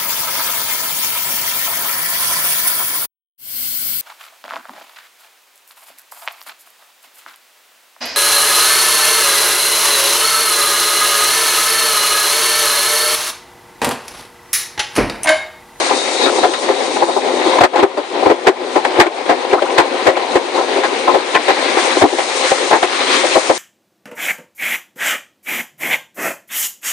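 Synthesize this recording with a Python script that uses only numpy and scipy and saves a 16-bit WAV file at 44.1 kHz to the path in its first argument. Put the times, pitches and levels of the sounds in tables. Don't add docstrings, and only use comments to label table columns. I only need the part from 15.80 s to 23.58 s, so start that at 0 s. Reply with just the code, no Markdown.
import sys
import numpy as np
from scipy import signal
from scipy.fft import rfft, irfft, next_fast_len
from scipy.io import wavfile
from scipy.ndimage import uniform_filter1d, map_coordinates

SR = 44100
rng = np.random.default_rng(int(sys.argv[2]) if len(sys.argv) > 2 else 0)


def inscribe(sig):
    pcm = np.round(np.clip(np.atleast_2d(sig).T, -1, 1) * 32767)
    wavfile.write(sys.argv[1], SR, pcm.astype(np.int16))


N = 343098

# (time [s], scrubbing level [dB], wet swish level [dB], spray level before its 2 dB lift [dB])
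CURTAIN_LEVELS = [(0, -18, -20, -25.5), (.2, -22.5, -25, -31), (.6, -18.5, -26.5, -30),
                  (.8, -22, -27, -33.5), (1.2, -17.5, -26.5, -34), (1.45, -19, -29, -37.5),
                  (1.75, -15, -22, -34.5), (2.25, -21, -28, -42), (2.9, -16.5, -24, -37.5),
                  (3.6, -16.5, -24, -38.5), (4.5, -16, -22, -35.5), (5.4, -20, -24.5, -37),
                  (5.8, -20, -19.5, -33.5), (6.05, -18, -18.5, -28.5), (6.7, -21, -20, -27),
                  (7.15, -20.5, -20.5, -29.5), (7.45, -21.5, -18.5, -26.5), (7.78, -21, -21, -23.5)]


def amp(db):
    return 10 ** (np.asarray(db) / 20)


def unit(x):
    return x / np.sqrt(np.mean(x ** 2) + 1e-20)


def along(points, hz):
    f, v = np.transpose(points)
    return np.interp(np.log(hz + 1), np.log(f + 1), v)


def curves(rows):
    s, *cols = np.transpose(rows)
    return [np.interp(np.arange(N) / SR, s, c) for c in cols]


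def wobble(rate):
    knots = rng.standard_normal(int(N * rate / SR) + 4)
    return map_coordinates(knots, [np.arange(N) * rate / SR])


def bump(hz, centre, width):
    return 1 / (1 + (2 * (hz - centre) / width) ** 2)


def cabin(hz):
    # (frequency [Hz], width [Hz], lift [dB])
    resonances = [(256, 40, 2.5), (363.2, 94, 7.5), (527.6, 54, 7.5), (782, 244, 8), (1030, 102, 7),
                  (1876, 130, 22)]
    return sum(db * bump(hz, centre, width) for centre, width, db in resonances)


def heard(pair, colour):
    # (frequency [Hz], likeness [clipped to -1..1])
    port_likeness = [(100, 1.6), (300, 0.67), (600, 0.87), (1100, 0.2), (2500, 0.15), (8000, 0.34)]
    # (frequency [Hz], left minus right [dB])
    port_lean = [(60, 2.7), (110, 6.5), (190, 7), (330, 3.3), (590, 8.2), (1040, 5.1), (1830, 2.7),
                 (3240, 7.2), (5720, 6.1), (10100, 6.2)]
    n = pair.shape[1]
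    m = 2 * next_fast_len(n // 2 + 4096)
    hz = np.fft.rfftfreq(m, 1 / SR)

    cepstrum = irfft(np.log(amp(colour(hz)) + 1e-6))
    cepstrum[1:m // 2] *= 2
    cepstrum[m // 2 + 1:] = 0
    response = np.exp(rfft(cepstrum))

    turn = np.arccos(np.clip(along(port_likeness, hz), -1, 1)) / 2
    mid, side = rfft(pair, m) * response * [np.cos(turn), np.sin(turn)]
    lean = amp(along(port_lean, hz) / 2)
    ports = irfft([(mid + side) * lean, (mid - side) / lean], m)[:, :n]
    return ports / np.sqrt(np.mean(ports.mean(0) ** 2) + 1e-20)


def grains(rate, spread_db, share):
    sizes = amp(spread_db * np.clip(rng.standard_normal(N), -2, 2))
    ticks = (rng.random(N) < rate / SR) * sizes
    ticks = unit(ticks * rng.standard_normal((2, N)))
    smooth = rng.standard_normal((2, N))
    share = np.clip(share, 0, 1)
    return np.sqrt(share) * ticks + np.sqrt(1 - share) * smooth


def patchy(pair, depth_db):
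    z = signal.stft(pair, nperseg=512)[2]
    field = rng.standard_normal(z.shape[1:])
    field = uniform_filter1d(field, size=7, axis=0)
    field = uniform_filter1d(field, size=10, axis=1)
    return signal.istft(z * amp(depth_db * unit(field)), nperseg=512)[1][:, :N]


def wipes():
    # (time at the height [s], width at 61 % of the lift [s], lift [dB])
    swells = [(0.408, 0.096, 3.5), (1.14, 0.088, 2.5), (2.46, 0.16, 4.5), (4.774, 0.042, 5),
              (6.635, 0.075, 1.5), (7.342, 0.088, 4)]
    t = np.arange(N) / SR
    return sum(db * np.exp(-2 * ((t - s) / length) ** 2) for s, length, db in swells)


def water():
    # (frequency [Hz], density [dB per Hz])
    spray_shape = [(60, -59), (2500, -6), (4200, 1.5), (5200, 2.5), (6200, 4), (7800, -1), (8900, 3),
                   (9700, -4.5), (10500, -18), (11300, -51)]
    # (time [s], level [dB])
    jet_levels = [(0, -24), (.2, -29.5), (.45, -26.5), (.9, -36), (1.8, -35), (2.3, -58), (7.78, -73)]
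    spray_db = curves(CURTAIN_LEVELS)[2] + .5 * wipes()
    jet_db = curves(jet_levels)[0]

    def spray_colour(hz):
        return along(spray_shape, hz)

    def jet_colour(hz):
        nozzle = bump(hz, 3770, 240) + 0.35 * bump(hz, 4400, 700)
        return along(spray_shape, hz) + 20 * np.log10(nozzle)

    spray = heard(grains(rate=2000, spread_db=-4.5, share=0.15), spray_colour)
    jet = heard(patchy(rng.standard_normal((2, N)), depth_db=2.5), jet_colour)
    spray = spray * amp(spray_db + 2.0 + 1.32 * wobble(30))
    return spray + jet * amp(jet_db + 2.6 * wobble(16.0))


def flaps():
    flaps_per_s, rise_s, decay_s = 40, 0.0013, 0.064
    flutter = (rng.random(N) < flaps_per_s / SR) * rng.uniform(0.24, 1, N)
    flutter = flutter - flutter.mean()
    for seconds in (rise_s, decay_s):
        flutter = signal.lfilter([1], [1, -np.exp(-1 / (seconds * SR))], flutter)
    return unit(flutter)


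def cloth():
    # (frequency [Hz], density [dB per Hz])
    scrub_shape = [(25, -69), (70, -52), (110, -36), (160, -21.5), (220, -12), (260, -1.5), (330, 0),
                   (460, 2.5), (630, -2), (950, -3), (1200, -9), (1600, -18.5), (3500, -76.5)]
    swish_shape = [(60, -64), (500, -9), (1100, 3), (1500, 0.5), (2150, 3.5), (2900, -2), (4100, -1.5),
                   (5200, -12.5), (8000, -41), (12000, -74.5)]
    scrub_db, swish_db, _ = curves(CURTAIN_LEVELS)
    flutter, lift_db = flaps(), wipes()
    rubbing = patchy(grains(rate=260, spread_db=-1.5, share=0.18), depth_db=2.0)
    scrub = heard(rubbing, lambda hz: along(scrub_shape, hz) + cabin(hz))
    sliding = patchy(grains(rate=900, spread_db=1.5, share=0.12), depth_db=1.33)
    swish = heard(sliding, lambda hz: along(swish_shape, hz))
    scrub = scrub * amp(scrub_db + lift_db + 1.3 * flutter)
    return scrub + swish * amp(swish_db + 0.83 * lift_db + 1.38 * flutter)


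def contact(t, length, rise, fall):
    after = np.maximum(t, 0)
    brush = 0.4 * np.exp(np.minimum(t, 0) / 0.0041)
    landing = 1 - np.exp(-after / rise)
    release = np.exp(-after / length / 2 - np.maximum(t - length, 0) / fall)
    return np.maximum(brush, landing) * release


def strokes(rows, voice):
    lead, size = SR // 40, SR // 6
    t = (np.arange(size) - lead) / SR
    out = np.zeros((2, N + size))
    for s, length, *rest in rows:
        length = max(length, .004)
        start = round(s * SR) - lead
        out[:, start:][:, :size] += voice(t, length, *rest) * np.sqrt(length * SR / size)
    return out[:, :N]


def thud(t, length, db):
    after = np.maximum(t, 0)
    swings = np.cumsum(58 + 85 * np.exp(-after / 0.019)) / SR
    swell = after ** 2 * np.exp(-after / 0.006)
    return amp(db) * unit(np.sin(2 * np.pi * swings) * swell) * amp([[3], [-3]])


def skid(t, length, db, first_hz, last_hz):
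    phase = 2 * np.pi * np.cumsum(np.interp(t, [0, length], [first_hz, last_hz])) / SR
    smear_hz = 0.14 * first_hz
    slips = signal.lfilter(*signal.butter(2, smear_hz, fs=SR), rng.standard_normal((2, len(t))))
    squeak = slips[0] * np.sin(phase) + slips[1] * np.cos(phase)
    squeak = squeak * contact(t, length, rise=0.0014, fall=0.0012)
    return amp(db) * unit(squeak) * amp([[2], [-2]])


def slap(t, length, body_db, smack_db, spot_hz):
    # (frequency [Hz], density [dB per Hz])
    body_shape = [(25, -64.5), (90, -46.5), (150, -27), (220, -16), (330, 2.5), (600, -1.5), (950, -2),
                  (1300, -5), (2000, -48), (4500, -34.5), (12000, -69)]
    smack_shape = [(60, -63), (600, -23), (1300, 6), (1950, 5.5), (3000, -4.5), (4100, -4.5), (5500, -14.5),
                   (9000, -17), (11000, -45), (16000, -74)]
    light_db, heavy_db, flex_db = -13, 3.5, 3
    noise = rng.standard_normal((2, 2, len(t)))
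    folds = amp(0.98 * unit(uniform_filter1d(rng.standard_normal(len(t)), size=130)))
    press = contact(t, length, rise=0.00071, fall=0.025)

    heavy = np.clip((body_db - light_db) / (heavy_db - light_db), 0, 1)

    def drum_colour(hz):
        spot = 5 * bump(hz, spot_hz, .5 * spot_hz)
        flex = flex_db * heavy * bump(hz, 236, 110)
        return along(body_shape, hz) + cabin(hz) + spot + flex

    drum = heard(noise[0] * folds * press, drum_colour)

    drift = np.cumsum(rng.standard_normal(len(t))) * 0.013
    ring = unit(np.sin(2 * np.pi * spot_hz * t + drift) * press) * amp([[2.2], [-2.2]])

    pocket_hz = 1950 * np.exp(0.52 * rng.standard_normal())
    crackle = amp(1.2 * unit(uniform_filter1d(rng.standard_normal(len(t)), size=60)))
    splash = folds * crackle * contact(t, length, rise=0.0006, fall=0.02)
    smack = heard(noise[1] * splash, lambda hz: along(smack_shape, hz) + 4 * bump(hz, pocket_hz, 700))
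    return amp(body_db) * (drum + 0.48 * ring) + amp(smack_db) * smack


def scene():
    # (time [s], level [dB])
    thud_rows = [(.107, -47.5), (0.63, -53), (1.364, -47), (1.807, -23), (2.03, -45), (2.458, -30),
                 (2.668, -24), (3.192, -16), (3.981, -26), (4.267, -23), (4.555, -49), (5.341, -43),
                 (6.218, -18), (6.715, -44), (6.928, -37), (7.697, -42)]
    # (time [s], length [s, at least 0.004], level [dB], first pitch [Hz], last pitch [Hz])
    skid_rows = [(.464, 0.038, -19.5, 1473, 1250), (3.228, 0.025, -14, 2310, 1780),
                 (3.712, .01, -22, 2340, 2420), (3.778, .018, -14, 1220, 1240),
                 (3.86, 0.0085, -17, 1026, 1370), (3.9, 0.013, -25, 2930, 1830),
                 (4.019, 0.03, -18, 793, 1120), (4.352, 0.021, -19, 2000, 2630),
                 (5.548, 0.031, -11.5, 2773, 1574)]
    # (time [s], contact length [s, at least 0.004], body level [dB],
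    # wet smack level [dB], pitch of the struck spot [Hz])
    slap_rows = [(.107, 0.0082, -6.5, -32, 823), (.462, 0.0066, -12.5, -18, 1320),
                 (.582, .009, -12, -32, 700), (.632, 0.023, -8, -17.5, 734), (.736, 0.0089, -22, -18, 1300),
                 (.885, 0.027, -10, -23.5, 394), (1.163, 0.0076, -12.5, -24, 850),
                 (1.221, 0.013, -5.5, -23, 777), (1.285, 0.0098, -10, -40, 798),
                 (1.364, 0.012, -8, -43, 834), (1.66, 0.023, -15, -33, 332), (1.786, 0.0033, -5, -14, 996),
                 (1.809, 0.016, 0.5, -8, 720), (1.836, .013, 8, 3, 723), (1.934, 0.022, -5.5, -19, 698),
                 (1.957, 0.041, -4, -13, 834), (1.99, 0.016, -3, -14, 352), (2.028, 0.019, 4, -10.5, 391),
                 (2.172, 0.021, -7.5, -21, 606), (2.428, .012, -9.5, -36, 480),
                 (2.46, 0.016, 0.5, -21, 373), (2.498, 0.025, 0.5, -15, 424), (2.671, 0.021, 7, -1, 382),
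                 (2.957, 0.023, -3, -17.5, 784), (3.05, 0.0053, -4.5, -7.5, 835),
                 (3.187, 0.029, -1, -30, 352), (3.201, 0.016, 6.5, 5, 860), (3.23, 0.033, -4.5, -12, 585),
                 (3.265, 0.0081, 1, -7, 408), (3.493, 0.027, -2.5, -12.5, 710),
                 (3.73, 0.019, -3, -16.5, 382), (3.82, .009, -4, -17, 557), (3.982, 0.023, 1.5, -4.5, 887),
                 (4.268, .034, 0, -9.5, 618), (4.366, 0.0095, -5, -13.5, 768),
                 (4.555, .019, -2.5, -12, 371), (4.775, 0.039, -13.5, -36, 395),
                 (4.959, 0.032, -14, -29, 403), (5.035, 0.022, -15, -17, 1070),
                 (5.277, 0.022, -7, -24, 1033), (5.341, 0.02, -7, -24, 560), (5.55, 0.012, -6.5, -11, 1050),
                 (5.682, 0.026, -6.5, -13, 776), (5.97, 0.024, -11.5, -19.5, 753),
                 (6.168, 0.0058, -6.5, -26, 350), (6.218, 0.015, 0, -14, 717),
                 (6.238, 0.016, 3.5, -23, 277), (6.328, 0.0085, -6, -26, 393),
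                 (6.385, 0.021, -8.5, -16, 743), (6.716, 0.0074, -3.5, -14.5, 775),
                 (6.91, 0.022, -7.5, -17, 850), (6.929, 0.032, -3, -10.5, 900),
                 (7.027, 0.014, -4, -11, 722), (7.435, 0.018, -11.5, -40, 514),
                 (7.555, .024, -3.5, -26, 632), (7.697, 0.017, -1, -14, 515)]
    thud_s = 0.017
    thuds = strokes([(s, thud_s, db) for s, db in thud_rows], thud)
    return water() + cloth() + thuds + strokes(skid_rows, skid) + strokes(slap_rows, slap)


def gain_control(x, limit_db, attack, release):
    power = np.abs(uniform_filter1d(np.max(x ** 2, axis=0), size=220))
    over_db = np.maximum(10 * np.log10(power + 1e-12) - limit_db, 1e-9)
    age = np.arange(N) / SR / release
    held_db = np.exp(np.maximum.accumulate(np.log(over_db) + age) - age)
    lag = np.exp(-1 / (attack * SR))
    return x * amp(-signal.lfilter([1 - lag], [1, -lag], held_db))


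def record(dry):
    low_cut_hz, top_hz = 86, 15800
    x = gain_control(dry, limit_db=-3.5, attack=0.015, release=0.18)
    x = x / (1 + (x / .96) ** 14) ** (1 / 14)
    m = next_fast_len(N + SR // 2)
    hz = np.fft.rfftfreq(m, 1 / SR)
    low_cut = hz ** 2 / np.hypot(hz ** 2, low_cut_hz ** 2)
    return irfft(rfft(x, m) * low_cut * (hz < top_hz), m)[:, :N]


dry = scene()
out = record(dry)
inscribe(out)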